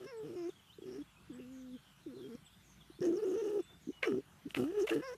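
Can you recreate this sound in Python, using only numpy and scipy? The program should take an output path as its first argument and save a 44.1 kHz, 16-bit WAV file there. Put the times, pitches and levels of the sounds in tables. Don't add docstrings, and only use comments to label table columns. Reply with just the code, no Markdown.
import sys
import numpy as np
from scipy import signal
from scipy.io import wavfile
from scipy.ndimage import uniform_filter1d

SR = 44100
rng = np.random.default_rng(int(sys.argv[2]) if len(sys.argv) > 2 else 0)


def field_ratio(decibels):
    return 10 ** (np.asarray(decibels, dtype=float) / 20)


def pcm_store(signal):
    levels = np.round(np.clip(np.atleast_2d(signal), -1, 1) * 32767)
    wavfile.write(sys.argv[1], SR, levels.astype(np.int16).T)


N = 228310

# f/Hz, level/dB
HISS = [(18, -76), (30, -48), (59, 2), (141, -7), (174, 3), (203, -10), (349, -10.5), (501, -20.5),
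        (648, -17.5), (1520, -14), (1780, -19), (3220, -18), (4160, -23), (5300, -25.5), (13300, -29.5),
        (14400, -25)]
# f/Hz, width/Hz, level/dB
HUMS = [(56.5, 1.5, -75), (145, 25, -76)]

# (side line level/dB, [(t/s, pitch f/Hz, pitch line level/dB)]) clean notes, quiet in the
CLEAN = [
    (-45, [(.062, 522, -59), (.095, 544, -55.5), (.11, 527, -56), (.13, 468.4, -49), (.155, 451.7, -49), (.2, 435.4, -45), (.235, 423, -44.5)]),
    (-42.5, [(0.356, 352.5, -47), (0.365, 359, -41.5), (0.44, 335.8, -42.5), (0.468, 344, -39), (0.486, 362.6, -42.5), (0.494, 368, -35.5), (0.505, 408, -57)]),
    (-56, [(.985, 280.6, -44), (1.022, 299.4, -44), (1.032, 302, -72)]),
    (-41.5, [(1.296, 343.4, -59), (1.303, 315.7, -42.5), (1.324, 237, -52.5), (1.41, 258.6, -50), (1.445, 242, -52.5), (1.524, 265.4, -50), (1.72, 250.2, -49.5), (1.752, 258.4, -44), (1.772, 230, -53)]),
    (-46.5, [(2.058, 351.5, -67), (2.066, 351.4, -41), (2.082, 288.6, -46.5), (2.12, 244, -53), (2.14, 237.2, -54)]),
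    (-50, [(2.285, 258.5, -47), (2.32, 221.5, -52.5), (2.345, 236.4, -52), (2.352, 246, -41.5), (2.366, 254.7, -69)]),
         (-41, [(3.158, 375, -38), (3.175, 392.7, -36.5), (3.195, 440, -38), (3.213, 443, -48)]),
    (-39.5, [(3.217, 421, -41), (3.228, 416, -33), (3.24, 444, -32.5), (3.25, 481, -45)]),
    (-40, [(3.372, 455, -40), (3.385, 454.6, -37.5), (3.41, 457, -39.5), (3.42, 450, -42)]),
    (-64, [(4.055, 423.6, -73), (4.075, 396.5, -30.5), (4.1, 283.4, -35), (4.12, 230, -43.5), (4.145, 185, -44)]),
    (-59, [(4.448, 250.6, -69), (4.46, 272, -38.5), (4.471, 298.6, -41)]),
    (-45, [(4.64, 254.1, -34), (4.667, 296.1, -38), (4.705, 357.8, -38.5), (4.713, 379.6, -41), (4.721, 382, -54)]),
    (-44.5, [(4.723, 399, -36), (4.735, 405.3, -48), (4.745, 416.3, -38), (4.765, 425.6, -39), (4.778, 416.6, -30), (4.8, 415, -30.5), (4.824, 348, -31), (4.845, 434.8, -31), (4.86, 440, -42.5)]),
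    (-35, [(5.018, 496, -52), (5.034, 515, -46.5), (5.045, 530.7, -49.5), (5.065, 542.7, -51.5), (5.09, 506.3, -44), (5.125, 482.3, -45), (5.14, 513, -46), (5.148, 545, -75)]),
]
HALVED = [
    (-53.5, [(0, 278, -64.5), (.04, 233.8, -63.5), (.068, 291.5, -52.5)]),
    (-50, [(.232, 283, -50.5), (.27, 317.3, -51), (.3, 228.4, -59), (.33, 233.8, -58.5), (.36, 250, -58.5)]),
    (-54, [(.855, 271, -54.5), (.9, 241.5, -54.5), (.94, 246, -56), (.99, 282.3, -51.5)]),
    (-55, [(1.386, 245.6, -79), (1.405, 251.3, -72)]),
    (-55, [(2.135, 230, -67), (2.17, 254.3, -55.5), (2.2, 288.6, -56.5), (2.213, 225, -59.5), (2.24, 250, -56.5), (2.265, 273, -51.5), (2.295, 282, -61)]),
    (-43.5, [(4.12, 250.3, -39.5), (4.14, 255, -40), (4.162, 250, -44.5), (4.185, 260.7, -41.5), (4.21, 281, -55)]),
    (-37, [(4.568, 305.7, -34.5), (4.583, 282.5, -39), (4.6, 243.2, -34.5), (4.62, 246.2, -37), (4.642, 254, -35)]),
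    (-40.5, [(4.953, 304, -37), (4.97, 304.4, -36), (4.99, 288, -39.5), (5.0, 313, -42.5), (5.01, 370, -39)]),
]
THIRDS = [
    (-58, [(4.058, 435.3, -38.5), (4.085, 466, -40.5), (4.125, 363, -34.5)]),
    (-37, [(4.906, 335, -42), (4.918, 342.4, -32), (4.94, 336, -34), (4.955, 325, -35.5)]),
]
BEATING = [
    (-43.5, [(3.012, 345.3, -36.5), (3.032, 357, -36), (3.052, 366.8, -31.5), (3.064, 339.4, -30.5), (3.074, 333.8, -29.5), (3.12, 340.1, -34), (3.138, 344.5, -33), (3.152, 377.4, -36), (3.162, 380.7, -31)]),
    (-47.5, [(3.248, 360.3, -35), (3.256, 378.4, -33), (3.28, 382.4, -33.5), (3.294, 354.6, -33.5), (3.33, 356.7, -36), (3.344, 393.8, -36), (3.358, 387.4, -34.5), (3.37, 436.3, -38.5), (3.378, 430, -36)]),
    (-63, [(3.418, 416, -35), (3.434, 411.4, -36.5), (3.458, 434.4, -36.5), (3.474, 381, -35.5), (3.504, 431, -36.5), (3.532, 400.5, -37), (3.576, 401, -32), (3.585, 412, -35.5), (3.596, 356.5, -31), (3.606, 341, -36), (3.615, 323.7, -55)]),
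]
SWELL_SHARES = [0.13, 1, 0.83, 0.12]
# f/Hz, level/dB
MUZZLE = [(70, -11), (125, -6.5), (380, 11), (560, -6), (720, -16.5), (1050, -23.5), (1650, -22.5),
          (2750, -29.5), (3200, -34.5), (7000, -62)]
# t/s, overtone level/dB, extra tilt/(dB per octave), nasal dip f/Hz,
# upper over middle throat resonance level/dB
SHAPE = [(0, 16.5, 2, 3380, 1), (.09, 1.5, 2, 3400, 10), (.2, 9, -4, 2500, 6), (.36, 7, 1, 1576, 0),
         (0.501, 6, 0.5, 1557, -5), (0.9, -1.5, 5, 1200, 2.5), (1.3, -15.5, 1.5, 888.5, 19.5),
         (2.3, 2.5, -2, 760.7, -7), (3.0, 1, 6, 2328, 18.5), (3.07, 8, -4, 2360, 8),
         (3.2, 0.5, 1, 2220, -9), (3.4, 0, 4, 2170, 3), (3.6, 21, -12, 2295, -1), (4.1, -6, 1, 2266, 1),
         (4.63, 12.5, -9.5, 1998, -6), (4.69, 7, -0.5, 2000, 8), (4.78, 6, 2, 2188, 4),
         (4.86, 6, 1.5, 2202, 0), (4.93, -9, 8, 2196, 11.5), (4.99, -2, 4.5, 2280, 9.5),
         (5.04, 8.5, -4.5, 3170, 11), (5.14, -1, -0.5, 2707, 7)]
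# t/s, resonance f/Hz
FLARE = [(.04, 5600), (.09, 5480), (0.442, 5210), (.49, 6560), (.6, 5360), (2.998, 5420), (3.06, 6270),
         (3.11, 6450), (3.165, 6052), (3.2, 4284), (3.234, 5533), (3.27, 6800), (3.35, 6080), (4.0, 5647),
         (4.9, 6120), (5.03, 5450), (5.071, 5100), (5.13, 5860)]

# (fizz beside the flow level/dB, [(t/s, airflow
# level/dB, nose over throat level/dB)])
BREATHS = [
    (-7.5, [(0, -69, -24), (.055, -63, -4.5), (.09, -79, -5), (.22, -72, -32), (.26, -65, -11), (.4, -71.5, -6), (.47, -72, 6), (.5, -70, 4), (.52, -70, -4)]),
    (-12, [(.82, -71, -8), (.87, -67.5, -9), (.91, -69.5, 2), (.95, -63, -3), (.99, -68, -4), (1.04, -82, 0)]),
    (4, [(2.15, -90, 2), (2.22, -82, 3), (2.37, -78, 8)]),
           (-8.5, [(3.005, -71, -5), (3.03, -57, -6), (3.055, -55, -3), (3.11, -64.5, -6.5), (3.165, -61.5, -1), (3.22, -63, -10), (3.27, -61.5, -8), (3.35, -59, -4), (3.395, -64.5, -6), (3.45, -58.5, -3), (3.55, -61, -16), (3.62, -67, 1)]),
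    (-13, [(4.04, -52, -11), (4.066, -48, -10), (4.11, -55.5, -19), (4.21, -77, 5)]),
    (0, [(4.495, -58, -7), (4.508, -63, -10), (4.53, -64, -10)]),
    (-3.5, [(4.556, -47, -17), (4.572, -48, -14)]),
    (-7.5, [(4.58, -45, -21), (4.6, -50, -27), (4.65, -56.5, -28), (4.7, -64.5, -9.5), (4.77, -61, -31), (4.815, -52, 2.5), (4.86, -65, -18)]),
    (-6.5, [(4.87, -39.5, -13), (4.885, -52.5, -9), (4.903, -44, -13), (4.918, -50.5, -18), (4.938, -49.5, -27), (4.95, -52.5, -20), (4.97, -57.5, -16), (5.0, -61, -28), (5.025, -63, -22), (5.06, -70, 11), (5.09, -61, 4), (5.12, -65, -3), (5.165, -71, -1)]),
]
# f/Hz, width/Hz, level/dB, share of the shape's upper level they follow
THROAT = [(705, 310, 17.5, -0.11), (1263, 280, 20, -0.2), (1690, 240, 13, 1), (2850, 330, 15, 0.023),
          (2583, 130, 13, -0.043)]
# f/Hz, width/Hz, level/dB
NOSTRILS = [(5515, 220, -2)]
# f/Hz, width/Hz, level/dB
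FIZZ = [(6760, 21400, 15), (9000, 1400, 15), (11300, 2500, -30)]

# t/s, length/s, start f/Hz, end f/Hz, level/dB
THIN = [(0.493, 0.028, 3850, 3100, -66.5), (0.558, 0.019, 3230, 3440, -67),
        (0.584, 0.021, 3310, 2870, -67.5), (0.66, 0.037, 3350, 2720, -72),
        (0.691, 0.035, 2850, 3310, -64.5), (0.721, 0.0175, 3310, 3920, -66.5),
        (0.732, 0.018, 3900, 4160, -69), (0.814, 0.031, 3440, 3140, -67), (1.007, 0.032, 3350, 3338, -67.5),
        (1.06, 0.062, 3370, 3360, -77), (1.159, 0.039, 2443, 2680, -69.5), (1.211, 0.096, 2643, 2710, -77),
        (1.312, 0.035, 3194, 3100, -71), (2.212, 0.026, 3450, 3250, -78), (2.232, 0.045, 3230, 3230, -65),
        (2.309, 0.066, 3247, 3260, -77), (2.461, 0.029, 3620, 3050, -63), (2.804, 0.024, 3610, 3140, -64),
        (2.943, 0.049, 3430, 3590, -72), (3.571, .21, 3450, 3594, -68.5), (3.912, 0.099, 2994, 2872, -67.5)]
# t/s, length/s, start f/Hz, end f/Hz, level/dB
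BLURRED = [(1.29, 0.072, 3520, 3260, -75), (1.385, 0.057, 2833, 2690, -68.5),
           (1.703, 0.11, 3640, 2930, -69), (1.839, 0.12, 3190, 2920, -72), (2.005, 0.041, 4115, 3980, -75),
           (2.03, 0.083, 3680, 3630, -77), (2.095, 0.057, 4090, 4190, -79), (2.14, 0.065, 4133, 3955, -71),
           (2.171, 0.075, 3734, 3240, -67), (2.48, 0.085, 3470, 3480, -72),
           (2.59, 0.059, 3600, 3380, -76.5), (2.76, 0.046, 3400, 3700, -80),
           (2.825, 0.078, 3520, 3480, -87), (2.895, 0.089, 3750, 4500, -73.5)]
# t/s, level/dB
PHRASES = [
    (0.16, -74),
    (1.326, -73),
    (2.444, -72.5),
    (3.619, -73.5),
]
# delay t/s, length/s, start f/Hz, end f/Hz, width/Hz, level/dB
PHRASE = [
    (0, 0.042, 8140, 7660, 302, 4.5),
    (.17, .16, 7000, 5880, 800, 0),
]

# t/s, peak level/dB, ring f/Hz
CREAKS = [(0.785, -44, 393), (0.82, -43, 360), (0.839, -43.5, 383), (2.9, -47.5, 333), (2.99, -45, 345),
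          (3.006, -36.5, 174.2), (3.872, -37, 278), (3.888, -31, 293), (3.9, -36, 362.7),
          (4.471, -42.5, 371.7), (4.473, -43.5, 169.2), (4.481, -54, 360), (4.512, -57, 190),
          (4.892, -36, 591.3), (4.899, -43, 646.4), (5.149, -48.5, 420)]
# t/s, peak level/dB, ring f/Hz
CLICKS = [
    (3.007, -45.5, 5510),
    (4.5075, -52, 9000),
    (4.548, -46, 11800),
    (3.0276, -40.5, 5540),
    (3.043, -43, 5800),
    (3.0537, -39, 6400),
    (4.507, -35, 2920),
    (4.5483, -20, 2660),
    (4.562, -29, 2470),
]
# [(t/s, pitch f/Hz, level/dB)]
SECOND = [
    [(3.02, 480, -53.5), (3.045, 504.3, -39.5), (3.062, 520, -53.5)],
    [(3.066, 419, -61), (3.09, 431.4, -46), (3.112, 400.7, -52), (3.135, 401, -50)],
    [(3.145, 334.8, -52), (3.158, 347, -45), (3.175, 352, -41), (3.19, 368.3, -44)],
    [(3.262, 309.3, -46), (3.285, 302.5, -41), (3.31, 289.5, -52), (3.325, 300, -63)],
    [(3.332, 349, -52), (3.35, 347, -45), (3.37, 351.3, -41), (3.383, 365, -58)],
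    [(3.42, 349.8, -48), (3.45, 351.8, -40.5), (3.475, 331.3, -45), (3.495, 338.7, -43.5), (3.52, 353, -50),
     (3.55, 334.6, -45), (3.575, 352, -42), (3.588, 360, -46), (3.596, 360, -55)],
]
# t/s, peak level/dB, pulse f/Hz, length/s, mouth shape (factor on its resonances)
YIPS = [
    (4.025, -43, 740, 0.001, 0.78),
    (4.0284, -21.5, 512, 0.0082, 1.01),
    (4.039, -28.5, 580, 0.018, 0.98),
    (4.545, -36.5, 670, 0.0064, 1.1),
    (4.5666, -31, 430, 0.0063, 1.01),
    (4.8699, -35, 660, 0.0029, 1.29),
    (4.874, -31.5, 510, 0.0082, 1.05),
    (4.889, -37.5, 500, 0.0024, 1.3),
    (4.896, -26.5, 550, 0.007, 1.263),
]
# f/Hz, width/Hz, level/dB
MOUTH = [(522.9, 372, 4.5), (1141.7, 362, 6), (1666, 312, 7), (2117, 713, 12.5), (2694, 171, 3),
         (5150, 1630, -27), (8270, 1310, -27), (12200, 3900, -36)]


def evened(x):
    return x / np.sqrt(np.mean(x ** 2) + 1e-20)


def read(points, hz):
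    f, value = np.transpose(points)
    return np.interp(np.log(hz + 1), np.log(f + 1), value)


def add(mix, s, sound):
    part = mix[round(s * SR):][:len(sound)]
    part += sound[:len(part)]


def resonate(x, hz, width):
    turn = np.exp(2j * np.pi * np.cumsum(hz * np.ones(len(x))) / SR)
    r = np.exp(-np.pi * width / SR)
    return 2 * (turn * signal.lfilter([1 - r], [1, -r], x / turn)).real


def tract(x, modes):
    return sum(field_ratio(db) * resonate(resonate(x, hz, width), hz, width) for hz, width, db in modes)


def drift(seconds):
    size = round(seconds * SR)
    return evened(uniform_filter1d(uniform_filter1d(rng.standard_normal(N), size), size))


def curves(table):
    s, *columns = np.transpose(table)
    return np.array([np.interp(np.arange(N) / SR, s, c) for c in columns])


def played(tables, edge_s):
    gate = np.zeros(N)
    for rows in tables:
        gate[round(rows[0][0] * SR):round(rows[-1][0] * SR) + 1] = 1
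    return uniform_filter1d(gate, round(edge_s * SR)), curves(np.vstack(tables))


def sunk_db(nostril_hz):
    return -16 * np.maximum(5100 - nostril_hz, 0) / 1000


def hiss():
    frames, hz = N // 256 + 5, np.fft.rfftfreq(1024, 1 / SR)
    a, b, patches = rng.standard_normal((frames, 513, 3)).T
    patches = evened(uniform_filter1d(uniform_filter1d(patches, 14, 0), 12, 1))
    spectrum = (a + 1j * b) * field_ratio(read(HISS, hz)[:, None] + 2.5 * patches)
    bed = signal.istft(spectrum, nperseg=1024, noverlap=768)[1][:N]
    return field_ratio(-64) * evened(bed)


def hums():
    return sum(field_ratio(db) * evened(tract(rng.standard_normal(N), [(hz, width, 0)])) for hz, width, db in HUMS)


def with_side_lines(notes, follow):
    tables = []
    for side_db, rows in notes:
        rows = np.array(rows)
        level_db = rows[:, 2]
        side = side_db + follow * (level_db - level_db.mean()) - level_db
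        tables.append(np.c_[rows, side, rows[:, 0] - rows[0, 0]])
    return tables


def voice(notes, cycles, rough, under_db, follow):
    gate, (hz, level_db, side_db, age) = played(with_side_lines(notes, follow), 0.0079)
    on = gate > 0
    hz = (hz * (1 + 0.2475 * rough * drift(0.00271)))[on]
    side_db, age = side_db[on], age[on]
    turn, out = 2 * np.pi * np.cumsum(hz) / SR / cycles, np.zeros(N)
    nostril_hz = curves(FLARE)[0][on]
    lift_db, tilt_db, dip_hz, _ = curves(SHAPE)[:, on]
    tilt_db = tilt_db - 0.5 - 13 * age
    swells = [drift(0.0049)[on] for _ in range(7)]
    for k in range(1, 17 * cycles):
        steps = min(k % cycles, -k % cycles)
        if steps > 2 or (steps and k > 4 * cycles) or 3 * k < cycles:
            continue
        line_hz = hz * k / cycles
        db = read(MUZZLE, line_hz) - read(MUZZLE, hz) - 0.73 * max(steps - 1, 0)
        if k < cycles:
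            db = db + under_db
        if k != cycles and (steps or cycles == 1):
            db = db + side_db
        if cycles > 1 and k > 1.55 * cycles:
            db = db - 7
        db = db + (27 + sunk_db(nostril_hz)) * np.exp(-((line_hz - nostril_hz) / 550) ** 2)
        db = db + tilt_db * np.log2(max(k / cycles, 1))
        if k > 1.7 * cycles:
            nasal_dip_db = -10.5 * np.exp(-((line_hz - dip_hz) / 320) ** 2)
            swell_in_db = -11 * np.exp(-age / .01)
            db = db + lift_db + nasal_dip_db + swell_in_db
        waver = 1 + (rough * (1.6 if steps else .6) + 0.022 * (k / cycles - 1)) * swells[k % 7]
        out[on] += field_ratio(db) * waver * np.cos(k * turn + rng.uniform(0, 2 * np.pi))
    return np.sqrt(2) * field_ratio(level_db) * gate * out


def whine():
    clean, halved, thirds, beating = SWELL_SHARES
    return (voice(CLEAN, cycles=1, rough=.03, under_db=0, follow=clean)
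            + voice(HALVED, cycles=2, rough=.18, under_db=0, follow=halved)
            + voice(THIRDS, cycles=3, rough=.12, under_db=-19, follow=thirds)
            + voice(BEATING, cycles=6, rough=.21, under_db=-9, follow=beating))


def puffs(opening, depth, gust_db, gust_s):
    return rng.standard_normal(N) * field_ratio(gust_db * drift(gust_s)) * (1 + depth * opening)


def breath(folds):
    breaths = [[row + (fizz_db,) for row in rows] for fizz_db, rows in BREATHS]
    gate, (flow_db, nose_db, fizz_db) = played(breaths, 0.018)
    nostril_hz, upper_db = curves(FLARE)[0], curves(SHAPE)[-1]
    by_throat = 1 / np.sqrt(1 + field_ratio(2 * nose_db))
    opening = np.maximum(folds, 0) ** 2 / (uniform_filter1d(folds ** 2, 900) + 1e-7)
    throat_modes = [(hz, width, db + share * upper_db) for hz, width, db, share in THROAT]
    nose_modes = NOSTRILS + [(nostril_hz, 1100, sunk_db(nostril_hz))]
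    throat = by_throat * evened(tract(puffs(opening ** 1.2, 1.8, 1.3, .008), throat_modes))
    nose = by_throat * field_ratio(nose_db) * evened(tract(puffs(opening, 1.8, 1.3, .008), nose_modes))
    fizz = field_ratio(fizz_db) * evened(tract(puffs(opening, .5, 1.6, .012), FIZZ))
    return gate * field_ratio(flow_db) * (throat + nose + fizz)


def room(x, t60=0.085):
    t = np.arange(200, 8000, 22) + rng.integers(0, 22, 355)
    taps = np.zeros(8100)
    taps[t] = rng.choice([-1., 1.], 355) * field_ratio(-60 * t / SR / t60)
    return signal.fftconvolve(x, taps / np.linalg.norm(taps))[:N]


def birds():
    out = np.zeros(N)
    notes = [row[:4] + (60, row[4]) for row in THIN]
    notes += [row[:4] + (340, row[4]) for row in BLURRED]
    notes += [(s + part[0], *part[1:5], db + part[5]) for s, db in PHRASES for part in PHRASE]
    for s, length, start_hz, end_hz, width, db in notes:
        size = round(length * SR)
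        hz = np.linspace(start_hz, end_hz, size)
        blur = evened(tract(rng.standard_normal(size), [(hz, width, 0)]))
        tone = np.exp(-(width / 90) ** 2) * 2.5 * np.sin(2 * np.pi * np.cumsum(hz) / SR)
        add(out, s, field_ratio(db) * evened(blur + tone) * signal.windows.tukey(size, .5))
    return out


def creaks():
    out, t = np.zeros(N), np.arange(1200) / SR
    swell = (t / 0.0051) ** 3 * np.exp(3 - 3 * t / 0.0053)
    for s, db, hz in CREAKS:
        add(out, s - .002, field_ratio(db) * swell * np.sin(2 * np.pi * hz * t))
    return out


def clicks():
    out, t = np.zeros(N), np.arange(400) / SR
    tick = 0.36 * np.diff(np.exp(-t / .00006), prepend=0)
    for s, db, hz in CLICKS:
        ring = np.exp(-t / 0.0008) * np.sin(2 * np.pi * hz * t)
        add(out, s, field_ratio(db) * (ring + tick))
    return out


def second_vibration():
    gate, (hz, level_db) = played(SECOND, 0.0067)
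    turn = 2 * np.pi * np.cumsum(hz * (1 + .03 * drift(0.0045))) / SR
    return np.sqrt(2) * gate * field_ratio(level_db) * (1 + .25 * drift(0.0095)) * np.cos(turn)


def yips():
    out, t = np.zeros(N), np.arange(2500) / SR
    rasp = 0.53
    for s, db, rate, length, mouth in YIPS:
        pulses = -evened(np.diff(np.floor(t * rate + 0.845), prepend=0))
        noise = rng.standard_normal(len(t))
        swell = np.minimum(t / 0.0024, 1) * np.exp(-(t / length) ** 2)
        treble_db = 54 * (mouth - 1)
        modes = [(hz * mouth, width, gain_db + (treble_db if hz > 4000 else 0)) for hz, width, gain_db in MOUTH]
        burst = tract(((1 - rasp) * pulses + rasp * noise) * swell, modes)
        add(out, s - .001, field_ratio(db) * burst / abs(burst).max())
    return out


def scene():
    folds = whine()
    fox = folds + breath(folds) + creaks() + second_vibration()
    bursts, song = clicks() + yips(), birds()
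    echoes = field_ratio(-19) * room(fox) + field_ratio(-16.5) * room(bursts) + field_ratio(-8) * room(song, t60=0.4)
    return (hiss() + hums() + fox + bursts + song + echoes)[None]


def low_pass(x):
    return signal.sosfilt(signal.butter(12, 14530, fs=SR, output="sos"), x)


def record(dry):
    fade = np.clip((N - np.arange(N)) / SR / .005, 0, 1)
    bass_cut = signal.butter(3, 40, "highpass", fs=SR, output="sos")
    top_cut = signal.firwin(401, 13950, window=("kaiser", 8), fs=SR)
    heard = signal.oaconvolve(signal.sosfilt(bass_cut, dry), top_cut[None], "same")
    return low_pass(heard * fade)


dry = scene()
out = record(dry)
pcm_store(out)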